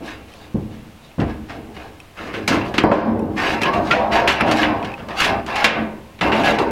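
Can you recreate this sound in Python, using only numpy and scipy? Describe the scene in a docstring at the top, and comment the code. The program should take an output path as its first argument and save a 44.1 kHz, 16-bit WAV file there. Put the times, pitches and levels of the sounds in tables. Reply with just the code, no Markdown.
"""Over a quiet room tone a thin copper sheet sways, creaks and scrapes as it is folded by hand with pliers.
Soon the steel pliers clink, and the sheet knocks on a wooden counter, snaps as it buckles and groans.
Sliding, sticking and blows are all clicks sent through the same modes (natural tones) of the sheet.
The pliers and the counter ring in tones of their own, and the groans are gliding tones.
A close microphone with a limiter turns the sound down after the loudest blows."""
import sys
import numpy as np
from scipy import signal
from scipy.fft import rfft, irfft
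from scipy.io import wavfile
from scipy.ndimage import uniform_filter1d, minimum_filter1d, map_coordinates

SR = 44100
rng = np.random.default_rng(int(sys.argv[2]) if len(sys.argv) > 2 else 0)


def put_to_file(sound):
    """Save the sound as 16-bit audio at rate SR, in the file named by the first command-line argument."""
    columns = np.atleast_2d(sound).T  # one column per channel
    safe = np.clip(columns, -1, 1)
    whole_steps = np.round(safe * 32767)
    wavfile.write(sys.argv[1], SR, whole_steps.astype(np.int16))


N = 295911
T = np.arange(SR) / SR  # one second of ring
HZ = np.fft.rfftfreq(SR, 1 / SR)  # a grid of 1 Hz steps


def gain_of(db):
    """Turns decibels into amplitude."""
    return 10 ** (np.asarray(db) / 20)


def read(points, hz):
    """Joins (Hz, value) points by straight lines on a logarithmic frequency axis."""
    f, value = np.transpose(points)
    return np.interp(np.log(hz + 1), np.log(f + 1), value)


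def add(mix, s, sound):
    """Adds a sound to the mix at s seconds."""
    part = mix[max(round(s * SR), 0):][:len(sound)]
    part += sound[:len(part)]


def dying(t60):
    """An exponential decay of unit energy that falls by 60 dB in t60 seconds."""
    fall = np.exp(-np.log(1000) * T / max(t60, 1 / SR))
    return fall / np.linalg.norm(fall)


def coloured_noise(colour):
    """Steady noise whose strength at each frequency follows a colour table."""
    spectrum = rfft(rng.standard_normal(N))
    return irfft(spectrum * gain_of(read(colour, np.fft.rfftfreq(N, 1 / SR))), N)


def plate_modes():
    """A plate has evenly dense modes: many weak ones and a few strong ones on the 1 Hz grid."""
    # The strongest modes of the folded sheet. Each row: frequency in Hz, level in dB over the weak ones.
    strong_modes = [(66, 14), (103, 4), (111, -16), (138, -5), (216, 8.5), (225, 4), (307, 9.5), (320, 9),
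                    (393, 7), (479, 5), (527, 8.5), (570, 8.5), (689, 9.5), (791, 9.5), (915, 6),
                    (1060, 10.5), (1104, -0.5), (1345, 0.5), (1534, 10.5), (1663, 10.5), (1900, 3),
                    (2131, 8), (2406, 9.5), (2508, 4.5), (2713, 11.5), (2896, 8.5), (3192, 9), (3570, -14)]
    spacing = 14  # Hz
    heights = np.zeros(len(HZ))
    slots = np.arange(2 * spacing, len(HZ) - spacing, spacing)
    heights[slots + rng.integers(0, spacing, len(slots))] = 1
    for hz, db in strong_modes:
        heights[round(hz)] = gain_of(db)
    return heights / irfft(heights).std()


def nodes(depth_db):
    """Each spot on the sheet favours its own groups of modes: a ripple in dB that keeps the average power."""
    grid = np.arange(0, SR / 2, 130)
    ripple = depth_db * np.interp(HZ, grid, rng.uniform(-0.92, 1, len(grid)))
    return ripple - 10 * np.log10(np.mean(gain_of(ripple) ** 2))


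def causal(colour_db):
    """Makes a colour into a minimum-phase filter, so that nothing sounds before the touch."""
    fold = 2. * (T < .5)
    fold[0] = 1
    cepstrum = irfft(np.log(gain_of(colour_db)))
    return np.exp(rfft(cepstrum * fold))


def response(modes, colour_db, crack_t60, ring_db, ring_time_factor=1, spread_s=0.001993):
    """The sheet's answer to a click at one spot: a dense crack, then the modes, the high ones mostly dying first."""
    # How long the sheet rings when free. Each row: frequency in Hz, time to fall by 60 dB in s.
    ring_times = [(60, 1.4), (250, 1.03), (700, 0.44), (1500, 0.5), (3000, 0.36), (6000, 0.22),
                  (12000, 0.12)]
    crack = rng.standard_normal(SR) * dying(crack_t60)
    spot = modes * np.exp(2j * np.pi * rng.random(len(HZ)))
    centres, t60s = np.transpose(ring_times)
    ring = np.zeros(SR)
    for peak, t60 in zip(np.eye(len(centres)), t60s):
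        band = np.interp(np.log(HZ + 1), np.log(centres), peak)
        ring += irfft(spot * band) * dying(t60 * ring_time_factor)
    delay = spread_s / np.sqrt(1 + HZ / 1000)  # bending waves: the bass arrives late
    travel = np.exp(-2j * np.pi * np.cumsum(delay))
    answer = irfft(rfft(crack + gain_of(ring_db) * ring) * causal(colour_db) * travel)
    fade_out = np.clip(10 * (1 - T) - 1, 0, 1)
    return answer * fade_out * np.minimum(T / .0004, 1)  # the start takes 0.4 ms


def friction(modes, force, colour, slips_per_s, uneven_db, crack_t60, ring_db, ring_time_factor,
             nodes_db, spots_per_s, count=7):
    """Stick and slip: tiny uneven clicks follow the hands' force, at a contact that wanders over the sheet."""
    t = np.arange(N) / SR
    stops = np.arange(N // 512) / spots_per_s  # when the contact reaches a new spot
    visits = np.cumsum(rng.integers(1, count, len(stops))) % count
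    out = np.zeros(N)
    for spot in range(count):
        share = np.sqrt(np.interp(t, stops, 1. * (visits == spot)))
        sizes = gain_of(uneven_db * np.minimum(rng.exponential(1, N), 4)) * rng.choice([-1, 1], N)
        slips = sizes * (rng.random(N) < slips_per_s / SR)
        colour_db = read(colour, HZ) + nodes(nodes_db)
        answer = response(modes, colour_db, crack_t60, ring_db, ring_time_factor)
        out += signal.oaconvolve(force * share * slips / slips.std(), answer)[:N]
    return out


def blows(modes, rows, colour, bass_hz, treble_hz):
    """Single blows on the sheet; the hardness of each contact sets its bass and treble."""
    out = np.zeros(N)
    bass = 1 / (1 + (HZ / bass_hz) ** 4)
    treble = 1 - 1 / (1 + (HZ / treble_hz) ** 4)
    for s, db, bass_db, treble_db, t60, ring_db in rows:
        hardness_db = bass_db * bass + treble_db * treble
        colour_db = read(colour, HZ) + hardness_db + nodes(depth_db=3.0)
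        answer = response(modes, colour_db, t60, ring_db)
        add(out, s, gain_of(db) * np.sqrt(SR / 60) * answer)  # levels are rms over 1/60 s
    return out


def struck(table, tilt_db=0, detune=0.0087):
    """A solid body rings in its damped modes, at slightly different pitches at each blow."""
    hz, db, t60 = np.transpose(table)[:, :, None]
    height = np.log(hz / hz[0]) / np.log(hz[-1] / hz[0])  # 0 at the lowest mode, 1 at the highest
    waves = np.sin(2 * np.pi * hz * (1 + detune * rng.standard_normal(hz.shape)) * T)
    return (gain_of(db + tilt_db * height) * waves * np.exp(-np.log(1000) * T / t60)).sum(0)


def push(s, rise_s, hold_s, fade_db_per_s):
    """One effort of the hands: it builds smoothly, holds, and dies away."""
    t = np.arange(N) / SR - s
    attack = np.sin(np.pi / 2 * np.clip(t / max(rise_s, 1 / SR), 0, 1)) ** 2
    return attack * gain_of(-fade_db_per_s * np.maximum(t - rise_s - hold_s, 0))


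def room_tone():
    """Low rumble and hiss are coloured noise; a faint steady whine is a sine wave."""
    # Colour of the room and the microphone hiss. Each row: frequency in Hz, gain in dB.
    room_colour = [(20, -26), (45, -34), (65, -56), (110, -28.5), (350, -36.5), (600, -35.5), (1500, -43),
                   (2800, -43), (5000, -52.5), (9000, -57), (16000, -60)]
    whine_hz, whine_db = 10649, -78
    whine = np.sqrt(2) * np.sin(2 * np.pi * whine_hz * np.arange(N) / SR)
    return coloured_noise(room_colour) + gain_of(whine_db) * whine


def flexing():
    """Forces on the whole sheet and on the fold; overlapping flexes add in power."""
    # The hands flex the sheet. Each row: start in seconds, rise in s, hold in s,
    # sway of the whole sheet in dB, creak of the fold in dB, settling in dB per s.
    flexes = [(0.0, 0.0034, 0.014, -30, -42, 71), (0.294, 0.066, 0.089, -47, -48, 100),
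              (0.66, 0.034, 0.069, -42, -52, 96), (1.237, 0.016, 0.0086, -29.5, -35, 103),
              (1.488, 0.0081, .02, -35.5, -40, 83), (1.559, 0.013, 0.0093, -32, -57, 130),
              (1.665, 0.015, 0.0091, -34.5, -49.5, 92), (1.755, .01, 0.08, -38, -44.5, 84),
              (2.145, 0.063, 0.11, -33, -38, 80), (2.338, 0.0087, 0.031, -24.5, -51, 150),
              (2.468, 0.025, 0.082, -16, -21, 220), (2.62, 0.034, 0.026, -23.5, -33, 90),
              (2.832, 0.0094, .03, -6.5, -4.5, 150), (2.92, 0.027, 0.034, -6, -3.5, 95),
              (2.98, 0.071, 0.1, -9, -21.5, 220), (3.164, 0.0055, 0.027, -12, -32, 90),
              (3.363, 0.053, 0.11, -24.5, -23, 90), (3.61, 0.057, 0.026, -23, -21, 150),
              (3.726, .01, 0.048, -18.5, -22.5, 63), (3.913, 0.018, 0.091, -24, -17.5, 83),
              (4.12, 0.037, 0.15, -25.5, -16, 85), (4.404, 0.012, 0.11, -16.5, -16.5, 121),
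              (4.582, 0.052, 0.015, -16.5, -15, 81), (4.958, .02, 0.051, -31.5, -41, 80),
              (5.076, 0.0091, .05, -37, -30, 80), (5.168, .11, 0.07, -22, -23, 190),
              (5.464, 0.027, 0.26, -38, -24.5, 92), (5.69, .06, .03, -26, -40, 77),
              (6.21, .01, 0.057, -16.5, -19, 90), (6.325, 0.021, 0.036, -19, -21, 90),
              (6.446, 0.045, 0.025, -19, -15, 113), (6.583, 0.011, 0.013, -15.5, -17, 121)]
    rest_db = -59.5  # the steadying hand never lies quite still
    sway, creak = np.full((2, N), gain_of(rest_db) ** 2)
    for s, rise_s, hold_s, sway_db, creak_db, settling in flexes:
        effort = push(s, rise_s, hold_s, settling)
        sway += (gain_of(sway_db) * effort) ** 2
        creak += (gain_of(creak_db) * effort) ** 2
    return np.sqrt(sway), np.sqrt(creak)


def swaying(modes, force):
    """The whole sheet sways: dense, nearly even slips with a low colour."""
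    # Colour of the sway. Each row: frequency in Hz, gain in dB.
    sway_colour = [(25, -42), (65, -6), (105, 12), (165, 7.5), (220, 15.5), (330, 10.5), (450, 9.5),
                   (900, -10), (3000, -41.5)]
    return friction(modes, force, sway_colour, slips_per_s=1500, uneven_db=1, crack_t60=0.077,
                    ring_db=-1.5, ring_time_factor=0.44, nodes_db=3.0, spots_per_s=9)


def creaking(modes, force):
    """The fold creaks: slips with short cracks, strongest in the middle range."""
    # Colour of the creak. Each row: frequency in Hz, gain in dB.
    creak_colour = [(100, 2), (250, 6), (420, 9.5), (750, 15.5), (1300, 5.5), (2600, -14.5), (5000, -24),
                    (12000, -95)]
    return friction(modes, force, creak_colour, slips_per_s=1200, uneven_db=-0.5, crack_t60=0.027,
                    ring_db=-2.5, ring_time_factor=0.49, nodes_db=6, spots_per_s=9)


def sliding():
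    """Forces of the sliding jaws and of the grit caught under them; overlaps add in power."""
    # The jaws scrape along the sheet. Each row: start in seconds, rise in s, hold in s,
    # scrape in dB, fine grit in dB.
    strokes = [(-0.003, 0.082, 0.024, -34.5, -45), (0.26, 0.036, 0.15, -51, -55),
               (0.69, 0.033, 0.016, -50.5, -57), (1.0, .05, 0.0083, -67, -55), (1.26, .015, .02, -39, -59),
               (1.469, .02, 0.049, -39, -55), (1.734, 0.012, 0.092, -41.5, -56.5),
               (2.142, 0.048, 0.087, -34, -49), (2.322, .01, 0.041, -31.5, -50),
               (2.491, 0.017, 0.039, -20.5, -35), (2.625, .03, 0.018, -40, -48),
               (2.922, .01, 0.026, -17, -32), (3.348, 0.042, .13, -20.5, -36.5),
               (3.599, 0.02, 0.033, -22, -42), (3.721, .015, .01, -28.5, -41.5),
               (3.805, 0.078, .04, -29.5, -41.5), (4.1, 0.033, 0.059, -16, -35),
               (4.271, 0.0089, 0.018, -12.5, -23), (4.393, 0.0092, .01, -17.5, -44),
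               (4.444, 0.028, 0.065, -19.5, -39), (4.539, 0.031, 0.044, -14, -28.5),
               (4.827, .01, 0.0097, -30, -59), (4.961, 0.019, 0.014, -38.5, -60),
               (5.078, .01, .05, -38, -52), (5.137, 0.079, 0.031, -16, -27.5),
               (5.464, .01, 0.05, -27.5, -44.5), (5.537, 0.019, 0.11, -23.5, -39.5),
               (6.215, 0.016, 0.04, -24.5, -43), (6.317, 0.012, 0.071, -24.5, -37.5),
               (6.425, .02, 0.057, -17, -30.5), (6.58, .01, 0.017, -27, -40.5)]
    rest_db = -61  # the steadying hand never lies quite still
    scrape_fade, grit_fade = 149, 277  # dB per s: as the jaws slow down, the grit stops first
    scrape, grit = np.full(N, gain_of(rest_db) ** 2), np.zeros(N)
    for s, rise_s, hold_s, scrape_db, grit_db in strokes:
        scrape += (gain_of(scrape_db) * push(s, rise_s, hold_s, scrape_fade)) ** 2
        grit += (gain_of(grit_db) * push(s, rise_s, hold_s, grit_fade)) ** 2
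    return np.sqrt(scrape), np.sqrt(grit)


def scraping(modes, force):
    """The jaws scrape: sparser, more uneven slips at a contact that moves quickly."""
    # Colour of the scrape. Each row: frequency in Hz, gain in dB.
    scrape_colour = [(200, -2), (600, 1), (1000, 6.5), (1500, 6), (2000, 6), (2800, 5.5), (3500, -7),
                     (5000, -10.5), (8000, -36.5), (16000, -35)]
    return friction(modes, force, scrape_colour, slips_per_s=700, uneven_db=3.5, crack_t60=0.038,
                    ring_db=-0.5, ring_time_factor=0.38, nodes_db=6, spots_per_s=20)


def gritting(modes, force):
    """Fine grit under the jaws: bright, uneven slips at a contact that moves fastest."""
    # Colour of the grit. Each row: frequency in Hz, gain in dB.
    grit_colour = [(500, -9), (2000, 0.5), (3500, 13), (5000, 5.5), (7500, -2), (10000, -7.5), (13000, -13),
                   (16000, -25.5)]
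    return friction(modes, force, grit_colour, slips_per_s=900, uneven_db=3.5, crack_t60=0.053,
                    ring_db=-4.0, ring_time_factor=0.45, nodes_db=9.5, spots_per_s=28)


def pliers(chatter=0.46, chatter_t60=.03, tick_db=10, tick_t60=.02):
    """A dry tick and a short ring of steel; the loose joint chatters for a moment after each touch."""
    # The steel pliers clink. Each row: start in seconds, level in dB, brightness in dB.
    clinks = [(0.338, -46, 11), (1.116, -53, 4), (2.002, -41, 9), (3.193, -39, 19), (3.634, -20, 2),
              (4.276, -13, -5), (4.409, -30, 17), (4.828, -31, -19), (4.918, -38, -24.5),
              (4.940, -32.5, -21), (6.436, -26, -2)]
    # Modes of the pliers. Each row: frequency in Hz, level in dB, time to fall by 60 dB in s.
    steel_modes = [(2410, -6, 0.034), (2555, 9.5, 0.027), (3100, -3, .035), (5500, -8.5, 0.026),
                   (7550, -21, 0.049), (9200, -14, 0.015), (10400, -16, 0.015)]
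    out = np.zeros(N)
    tick_band = signal.butter(2, [1800, 8000], "bandpass", fs=SR)
    for s, db, bright_db in clinks:
        contact = chatter * rng.standard_normal(SR) * dying(chatter_t60)
        contact[0] = 1  # the touch itself
        tick = signal.lfilter(*tick_band, rng.standard_normal(SR) * dying(tick_t60))
        tick *= gain_of(tick_db + bright_db / 2)
        ring = signal.fftconvolve(contact, struck(steel_modes, bright_db))[:SR]
        add(out, s, gain_of(db) * (tick + ring))
    return out


def counter(sway_force, contact_s=0.0042):
    """Soft thumps on the wooden top; it shudders after each of them and under the swaying sheet."""
    # The counter takes the weight. Each row: start in seconds, level in dB.
    thumps = [(0.544, -7.5), (1.18, -13), (1.192, -3.5), (1.213, -16), (1.268, -22), (2.837, 3.5),
              (2.914, -4), (4.42, -9), (6.212, -22)]
    # Modes of the counter. 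Each row: frequency in Hz, level in dB, time to fall by 60 dB in s.
    wood_modes = [(64, -27, .3), (90, -20.5, 0.21), (136, -3, 0.056), (191.5, -0.5, 0.064)]
    # Colour of the shudder. Each row: frequency in Hz, gain in dB.
    shudder_colour = [(15, -21), (30, -17), (45, 2.5), (66, 5.5), (90, 5), (160, -12), (600, -70)]
    shudder_db, growth = -36.5, 0.25  # level at a sway force of 1, and dB per dB of sway
    jolt_db, jolt_fade = -23.5, 60  # the shudder a thump leaves: dB relative to it, dB per s
    out = np.zeros(N)
    shaking = (gain_of(shudder_db) * sway_force ** growth) ** 2
    soft_start = np.sin(np.pi / 2 * np.minimum(T / contact_s, 1)) ** 2
    for s, db in thumps:
        add(out, s, gain_of(db) * struck(wood_modes) * soft_start)
        add(shaking, s, gain_of(db + jolt_db - jolt_fade * T) ** 2)
    shudder = coloured_noise(shudder_colour)
    return out + shudder / shudder.std() * np.sqrt(shaking)


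def knocking(modes):
    """The sheet knocks on the counter: blows with a low, thudding colour."""
    # Each row: start in seconds, level in dB, bass in dB, treble in dB,
    # time for the thud to fall by 60 dB in s, ring in dB.
    knocks = [(0.545, -26, 7.5, -15, 0.5, -2), (1.182, -29.5, -2.5, 6, 0.13, 6),
              (1.193, -18.5, 7, 4, 0.29, -7), (1.214, -19, -2, 12, 0.26, -18),
              (2.836, -10, -0.5, 3, 0.14, 9.5), (2.914, 6, -12, 8.5, 0.25, -2),
              (4.415, -24, -1, -6, 0.23, -6), (5.647, -20, -12, 5, 0.74, 8)]
    # Colour of the knocks. Each row: frequency in Hz, gain in dB.
    knock_colour = [(30, -26), (70, -5), (110, 17.5), (210, 20.5), (400, 16.5), (900, 7), (1600, -6),
                    (3000, -23.5), (8000, -48), (16000, -62)]
    return blows(modes, knocks, knock_colour, bass_hz=294, treble_hz=1400)


def snapping(modes):
    """The sheet buckles or the jaws catch its edge: blows with a brighter colour."""
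    # Each row: start in seconds, level in dB, bass in dB, treble in dB,
    # time for the crack to fall by 60 dB in s, ring in dB.
    snaps = [(1.200, -28.5, -13, -4, 0.086, -0.5), (1.494, -30.5, 4, -5, 0.2, -6),
             (1.765, -34, 6, -5, 0.064, -13), (2.339, -30, 6, -7.5, 0.08, 5.5),
             (2.477, -15.5, 3.5, 9.5, 0.088, -1.5), (2.740, -29, 12, -0.5, 0.14, 5.5),
             (2.78, -8.5, 1.5, -5.5, 0.083, -1), (2.803, -21, 21, -23, 0.18, -14),
             (2.922, -10, -1, -22, 0.14, 2), (3.616, -21, 7, 3.5, 0.11, -6),
             (3.657, -17, 6, -15, 0.092, -22), (3.734, -25.5, 2, -11, 0.079, -13),
             (3.91, -6, 3.5, -9.5, 0.33, -7), (4.119, -20, 4, -12, 0.1, -6),
             (4.277, -7.5, -4.5, -6, 0.3, 2.5), (4.407, -8.5, 5, -28, 0.068, -12),
             (4.512, -12, -2, 4.5, 0.13, -11), (4.63, -2.5, -18, -17, 0.19, -10),
             (4.83, -34, 19, -20, 0.086, -3), (4.845, -28, -9, -1, 0.085, -21),
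             (5.086, -35, 1, 1, 0.026, -3), (5.106, -29.5, 6.5, -11, 0.079, -3),
             (5.201, -20.5, 1, 7.5, 0.12, 5), (5.245, -13, -19, -4, 0.093, -5),
             (5.462, -33, 9, 7, 0.083, -2), (5.555, -24, -4, 2, .08, 2),
             (5.643, -12, -3.5, -3.5, 0.18, 12.5), (6.189, -37, 3, -5, 0.045, -4),
             (6.21, -13.5, 3, -8.5, 0.17, -4), (6.318, -12.5, -9, -23, 0.2, 3),
             (6.445, -26.5, 15, -10, 0.093, 1.5), (6.586, -17, 6, -2, 0.06, -12)]
    # Colour of the snaps. Each row: frequency in Hz, gain in dB.
    snap_colour = [(40, -18.5), (160, 9.5), (700, -1), (1600, 6), (2800, 5), (5000, -5.5), (8000, -17.5),
                   (13000, -28), (16000, -36)]
    return blows(modes, snaps, snap_colour, bass_hz=1080, treble_hz=3950)


def groaning(rough=0.34, width_hz=45):
    """The fold sticks and slips in step with one mode: uneven tones swell and fade while it gives."""
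    # Each row: start in seconds, length in s, start pitch in Hz, end pitch in Hz, level in dB.
    groans = [(3.064, 0.11, 222, 221.4, -5.5), (3.648, 0.069, 1050, 1083, -19),
              (3.70, 0.077, 1140, 1120, -22.5), (3.744, 0.057, 705, 680, -20),
              (3.902, 0.045, 1360, 1440, -13), (3.92, 0.17, 800, 759, -21), (3.96, 0.052, 520, 485, -16.5),
              (4.084, 0.22, 695, 686, -16), (4.426, 0.37, 315, 305.2, -16.5), (5.55, 0.11, 830, 804, -23),
              (6.308, 0.12, 224, 225, -20)]
    out = np.zeros(N)
    smooth = signal.butter(2, width_hz / 2, fs=SR)
    for s, length, start_hz, end_hz, db in groans:
        n = int(length * SR)
        waver = signal.lfilter(*smooth, rng.standard_normal(SR) + 1j * rng.standard_normal(SR))
        tone = np.exp(2j * np.pi * np.cumsum(np.linspace(start_hz, end_hz, n)) / SR)
        tone *= 1 + rough * waver[-n:] / waver.std()
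        add(out, s, gain_of(db) * tone.real * signal.windows.tukey(n, .5))
    return out


def bend(sound, glide=0.00706, count=12):
    """The changing curvature of the sheet makes its modes waver in pitch, by the fraction glide (rms)."""
    n = np.arange(N)
    slide = np.zeros(N)
    for rate in np.geomspace(1.5, 8, count):  # Hz
        slide += np.sin(2 * np.pi * (rate * n / SR + rng.random())) * SR / (2 * np.pi * rate)
    return map_coordinates(sound, [n + glide * slide * np.sqrt(2 / count)], order=3)


def scene():
    """The sheet, damped by the hand while it is worked, with the counter, the pliers and the room."""
    modes = plate_modes()
    sway_force, creak_force = flexing()
    scrape_force, grit_force = sliding()
    sheet = swaying(modes, sway_force) + creaking(modes, creak_force)
    sheet += scraping(modes, scrape_force) + gritting(modes, grit_force)
    sheet += knocking(modes) + snapping(modes) + groaning()
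    return (room_tone() + bend(sheet) + pliers() + counter(sway_force))[None]


def record(dry, limit_db=-13.0, hold_s=0.038, recover_db_per_s=85, attack_s=0.013):
    """A limiter ducks quickly, holds and recovers; peaks over full scale clip; then the top treble is cut."""
    power = abs(uniform_filter1d(dry[0] ** 2, size=220))  # averaged over about 5 ms
    excess_db = np.maximum(10 * np.log10(power + 1e-12) - limit_db, 0)
    half = max(int(hold_s * SR / 2), 1)
    held_db = -minimum_filter1d(-excess_db, 2 * half + 1, origin=half)  # the highest of the last moments
    fall = np.arange(N) * recover_db_per_s / SR
    duck_db = np.maximum.accumulate(held_db + fall) - fall
    r = np.exp(-1 / (attack_s * SR))
    smooth_duck_db = signal.lfilter([1 - r], [1, -r], duck_db)
    limited = np.clip(dry * gain_of(-smooth_duck_db), -1, 1)
    low_pass = signal.firwin(511, 16200, window=("kaiser", 9), fs=SR)  # edge in Hz
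    return signal.oaconvolve(limited, low_pass[None], "same")


dry = scene()
out = record(dry)
put_to_file(out)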